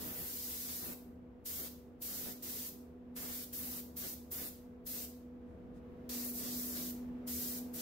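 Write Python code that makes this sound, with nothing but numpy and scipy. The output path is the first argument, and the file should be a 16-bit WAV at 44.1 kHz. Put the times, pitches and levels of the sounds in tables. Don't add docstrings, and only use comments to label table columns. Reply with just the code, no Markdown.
import sys
import numpy as np
from scipy import signal
from scipy.fft import rfft, irfft, next_fast_len
from scipy.io import wavfile
from scipy.ndimage import uniform_filter1d, minimum_filter1d

SR = 44100
rng = np.random.default_rng(int(sys.argv[2]) if len(sys.argv) > 2 else 0)


def wav_record(signal):
    frames = np.transpose(np.atleast_2d(signal))
    bounded = np.clip(frames, -1, 1)
    quanta = np.round(bounded * 32767).astype(np.int16)
    wavfile.write(sys.argv[1], SR, quanta)


def elevation(decibels):
    levels = np.asarray(decibels, float)
    return 10 ** (levels / 20)


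N = 344421
STEP = 32
SLOW_S = np.arange(N // STEP + 2) * STEP / SR
SIZE = next_fast_len(N)
HZ = np.maximum(np.arange(SIZE // 2 + 1) * SR / SIZE, 1)
BEHIND_FROM_S = 6.0


def at_hz(points, hz, column=1):
    points = np.array(points)
    return np.interp(np.log(hz), np.log(points[:, 0]), points[:, column])


def in_time(rows):
    time_s, level_db = np.transpose(rows)
    return np.interp(SLOW_S, time_s, level_db)


def full_rate(slow):
    return np.interp(np.arange(N) / SR, SLOW_S, slow)


def bumps(middle_s, half_s, height):
    return np.exp(-.5 * ((SLOW_S[:, None] - middle_s) / half_s) ** 2) @ height


def drift(rate_hz):
    r = np.exp(-2 * np.pi * rate_hz * STEP / SR)
    settle = 2000
    slow = signal.lfilter([1], [1, -2 * r, r * r], rng.standard_normal(len(SLOW_S) + settle))[settle:]
    return slow / np.std(slow)


def stereo_noise(spectrum_db, likeness):
    mid, side = rfft(rng.standard_normal((2, SIZE)))
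    alike = np.clip(at_hz(likeness, HZ), -1, 1)
    pair = np.sqrt(1 + alike) * mid + np.sqrt(1 - alike) * side * np.array([[1], [-1]])
    return pair * elevation(spectrum_db) / np.sqrt(2)


def bands(spectrum, centres_hz):
    for k in range(len(centres_hz)):
        share = np.interp(np.log(HZ), np.log(centres_hz), np.arange(len(centres_hz)) == k)
        yield irfft(spectrum * share, SIZE)[:, :N]


# open_s, shut_s, rise_ms (over 40 dB), hiss_db, body_db (air-cap body re usual)
TRIGGER = [(-.2, 0.936, 15, -46.5, 2), (1.458, 1.68, 17, -46, 1), (2.022, 2.328, 27, -46.5, 2),
           (2.427, 2.697, 15, -47, 0), (3.164, 3.447, 20, -47, 2.5), (3.532, 3.807, 18, -46, -1),
           (3.969, 4.142, 21, -46.5, 0.5), (4.316, 4.49, 19, -45.5, -2.5), (4.867, 5.053, 23, -47, 0),
           (6.092, 6.915, 0.5, -46, 0), (7.277, 7.593, 18.5, -45, 0.5), (7.741, 7.915, 22, -46.5, -3.5)]
# middle_s, half_length_s, level_db
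EASES = [
    (6.326, .012, -9.5),
    (7.54, 0.021, -3),
]


def valve():
    opening = np.zeros(len(SLOW_S))
    for start, stop, rise_ms, hiss_db, _ in TRIGGER:
        since = SLOW_S - start
        up = elevation(hiss_db + np.where(since < 0, 40000 * since / rise_ms, 0))
        fall_ms = 12 if stop > BEHIND_FROM_S else 4
        down = np.clip((stop - SLOW_S) * 1000 / fall_ms + .5, 0, 1)
        opening = np.maximum(opening, up * down)
    return opening * elevation(bumps(*np.transpose(EASES)))


# middle_s, half_length_s, contact (0-1), turn_db (air cap towards the listener)
PASSES = [(0.067, 0.16, 0.73, -4), (0.336, 0.071, 0.17, 1.5), (0.599, .12, 0.27, 0), (.7, 0.025, 0.37, 1.5),
          (0.881, 0.069, 1.02, -4.5), (1.604, 0.083, 0.69, 0), (2.152, 0.059, 0.62, 0.5),
          (2.276, 0.059, 0.74, -2.5), (2.5, 0.042, 0.6, 2), (2.613, 0.042, 0.3, 2),
          (3.228, 0.095, 0.98, -2.5), (3.397, .03, 0, -0.5), (3.622, 0.032, 0.7, 0.5),
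          (3.75, 0.059, 0.57, 1), (4.054, 0.026, 1, 0.5), (4.416, 0.059, 0.72, 3.5), (4.983, 0.068, .4, 3),
          (6.139, 0.093, 0.72, 4), (6.441, 0.043, 0.74, 3), (6.552, .06, .45, 4), (6.779, .06, 0.6, 3),
          (7.456, 0.13, 0.4, 1.5), (7.82, 0.031, 0.43, 12.5)]
MISS_DB = [-0.5, -2.5, -6, -12.5]
CONTACT_DB = [-2, -0.1, 9, 18.5]
FLUTTER_DB = [0.501, .6, 1.1, 2.2]
RELEASE_DB = [-3.5, -2.5, -0.3, -.6]


def aim():
    middle_s, half_s, contact, turn_db = np.transpose(PASSES)
    touch = bumps(middle_s, half_s, contact)
    moves_db = np.array([miss + add * touch + flutter * drift(8.4)
                         for miss, add, flutter in zip(MISS_DB, CONTACT_DB, FLUTTER_DB)])
    _, stop, _, _, body_db = np.transpose(TRIGGER)
    pull = np.searchsorted(stop[:-1], SLOW_S - .03)
    moves_db[1] += body_db[pull] + bumps(middle_s, half_s, turn_db)
    release = bumps(stop, 0.033, np.ones(len(stop)))
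    return moves_db + np.outer(RELEASE_DB, release)


JET_HZ = [12500, 5190, 1600, 437]
# freq_hz, density_db (per Hz)
SPRAY = [(470, -43), (800, -12.5), (1490, -12.5), (2080, -11), (2300, -12.5), (4890, -7), (9320, -6),
         (11100, -4.5), (13400, 2.5), (15500, -2.5)]
# freq_hz, density_db (per Hz)
ROAR = [(20, -13), (40, -10), (70, -9), (150, 0.5), (250, 2.5), (400, 0.5), (800, -3)]
# freq_hz, likeness (left to right, 0-1)
SPRAY_ALIKE = [(50, 0.3), (150, 0.3), (600, 0.25), (1500, .1), (3000, .15), (6000, .05), (15000, 0)]
# freq_hz, left_minus_right_db
SPRAY_SIDE = [(60, 1.5), (130, 5), (290, -3), (640, 2), (1410, 0.5), (3100, 0.5), (6820, -0.5),
              (15000, 0.5)]
# freq_hz, t60_s, held_db (held sound re direct)
BOOTH = [(288, 0.22, 5), (1583, 0.55, -7.5), (4960, 0.46, -2.5), (10840, 0.39, -5), (14260, .37, -2)]


def spray_gun():
    moves_db = aim()
    opening, gust, out = valve(), drift(34), 0
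    colour_db = np.where(HZ > 800, at_hz(SPRAY, HZ), at_hz(ROAR, HZ) - 8)
    colour_db = colour_db + at_hz(SPRAY_SIDE, HZ) * np.array([[.5], [-.5]])
    centres = np.geomspace(200, 15000, num=15)
    is_behind = SLOW_S > BEHIND_FROM_S
    for hz, noise in zip(centres, bands(stereo_noise(colour_db, SPRAY_ALIKE), centres)):
        weights = [np.interp(np.log(hz), np.log(JET_HZ[::-1]), np.arange(4) == 3 - k) for k in range(4)]
        level_db = np.dot(weights, moves_db) + .5 * gust + .6 * drift(9)
        shade_db = -1.5 * np.exp(-.5 * (np.log2(hz / 3160) / 0.2) ** 2) * is_behind
        direct = (opening * elevation(level_db + shade_db + 9.0)) ** 2
        t60_s = at_hz(BOOTH, hz) * np.array([1, 0.94])
        keeps = elevation(-120 * STEP / SR / t60_s)
        front, behind = [signal.lfilter([1 - keep], [1, -keep], direct) for keep in keeps]
        held = np.where(is_behind, behind, front) * elevation(2 * at_hz(BOOTH, hz, column=2))
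        out = out + noise * full_rate(np.sqrt(direct + held))
    return out


# time_s, level_db
AIRFLOW = [(0, 6.5), (.4, -1.5), (1.4, -0.5), (3, 0), (4.9, 0.5), (5.3, 0), (5.8, 3), (6.05, 3.5),
           (6.5, 5.5), (7.2, 5.5), (7.81, 5)]
# freq_hz, density_db (per Hz)
FAN = [(8.8, -51.5), (15, -9), (79, 7), (154, -7.5), (219, -5), (253, -4.5), (348, -9), (453, -9),
       (555, -15), (2450, -33), (3480, -39), (4260, -43.5), (7500, -50), (9000, -55), (12000, -47.5),
       (15800, -50)]
FAN_HZ = [112, 458, 4280]
# freq_hz, likeness (left to right, 0-1)
FAN_ALIKE = [(30, 0.75), (80, .84), (200, 0.85), (330, 0.8), (640, 0.38), (1400, 0.1), (6000, .03),
             (15000, .03)]
# centre_hz, width_hz, level_db
DUCT = [(76, 13, 2.5), (170.5, 56, 4), (244, 12, 3), (329, 12, -1), (387, 20, -4.5), (672, 88, -5)]
# middle_s, half_length_s, level_db
RUMBLE_GUSTS = [
    (5.75, .13, 5),
    (6.85, .08, 4),
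    (7.15, .08, 3),
]


def fan_air():
    lift = 1 + sum(elevation(db) / (1 + (2 * (HZ - hz) / width) ** 2) for hz, width, db in DUCT)
    parts = bands(stereo_noise(at_hz(FAN, HZ), FAN_ALIKE) * lift, FAN_HZ)
    # level in dB, and how far each follows the airflow
    far_db, follows = [-61.5, -60, -79.5], [0.53, 0.99, 1.6]
    levels_db = np.outer(follows, in_time(AIRFLOW)) + np.transpose([far_db])
    levels_db[0] += bumps(*np.transpose(RUMBLE_GUSTS))
    out = 0
    for part, level_db in zip(parts, levels_db):
        out = out + part / np.std(part) * full_rate(elevation(level_db + 0.67 * drift(2.3)))
    return out


# time_s, level_db
BLADES = [(0, -55), (.6, -59), (.87, -54.5), (1.3, -56), (1.5, -64), (1.66, -54), (2.04, -63),
          (2.22, -55.5), (3, -56), (3.24, -49.5), (3.45, -56), (3.7, -52.5), (3.9, -58.5), (4.4, -55),
          (6.02, -54), (6.1, -48), (7.2, -45), (7.81, -48.5)]
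# time_s, level_db
OCTAVE = [(0, -62), (.5, -67), (3, -66.5), (4.8, -63.5), (6.02, -60.5), (6.3, -64.5), (6.8, -68.5),
          (7, -64.5), (7.81, -61.5)]


def fan_blades():
    blade_hz = 245.2
    phase = 2 * np.pi * blade_hz * np.arange(N) / SR
    tone_gain = full_rate(elevation(in_time(BLADES) + 1.3 * drift(36) + 1.2 * drift(7)))
    tone = tone_gain * np.sin(phase + full_rate(0.45 * drift(2.8)))
    octave_gain = full_rate(elevation(in_time(OCTAVE) + .8 * drift(5)))
    octave = octave_gain * np.sin(2 * phase + full_rate(.2 * drift(2.6)))
    return np.sqrt(2) * (tone * elevation([[-.3], [.3]]) + octave * elevation([[.3], [-.3]]))


# middle_s, half_length_s, level_db
RUSTLE = [
    (1.16, .004, -80),
    (5.5, .025, -86),
    (5.56, .1, -87),
    (5.77, .02, -73),
]


def rustle():
    middle_s, half_s, level_db = np.transpose(RUSTLE)
    band = signal.butter(1, [2800, 9000], "band", fs=SR, output="sos")
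    noise = signal.sosfilt(band, rng.standard_normal((2, N)))
    return noise * full_rate(bumps(middle_s, half_s, elevation(level_db)))


def scene():
    return spray_gun() + fan_air() + fan_blades() + rustle()


# freq_hz, step_db (re the neighbouring lines)
CAMERA_STEP = [(550, -25), (800, -3), (1200, 2), (2300, 6), (3000, 9), (4200, 9), (6000, 7), (9000, 7),
               (15000, 1)]


def camera_rounding(x):
    frame, band_lines = 1024, 4
    n, k = np.arange(2 * frame)[:, None] + .5, np.arange(frame) + .5
    window = np.sin(np.pi * n / 2 / frame)
    basis = np.sqrt(2 / frame) * window * np.cos(np.pi / frame * (n + frame / 2) * k)
    blocks = np.pad(x, [(0, 0), (frame, 2 * frame - N % frame)]).reshape(2, -1, frame)
    lines = np.concatenate([blocks[:, :-1], blocks[:, 1:]], axis=2) @ basis
    hz = k * SR / 2 / frame
    hiss = np.std(lines[:, :, (hz > 9000) & (hz < 15000)], axis=2, keepdims=True)
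    steady_hiss = minimum_filter1d(hiss, size=3, axis=1, origin=1)
    nearby = np.sqrt(uniform_filter1d(lines ** 2, size=61, axis=2) + 1e-24)
    scatter = rng.standard_normal((lines.shape[1], frame // band_lines + 1))
    scatter = uniform_filter1d(scatter, size=4, axis=0) * 2
    scatter_db = 4.3 * np.repeat(scatter, band_lines, axis=1)[:, :frame]
    step = np.minimum(nearby * elevation(at_hz(CAMERA_STEP, hz)), steady_hiss * elevation(-.5))
    step = step * elevation(scatter_db) + 1e-12
    rounded = np.sign(lines) * np.floor(np.abs(lines) / step + .4) * step
    rounded = rounded * (hz < 15740)
    frames = rounded @ basis.T
    return (frames[:, :-1, frame:] + frames[:, 1:, :frame]).reshape(2, -1)[:, :N]


def low_pass(x):
    return signal.sosfilt(signal.butter(12, 17080, fs=SR, output="sos"), x)


def record(dry):
    mix = camera_rounding(dry)
    return low_pass(mix)


dry = scene()
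out = record(dry)
wav_record(out)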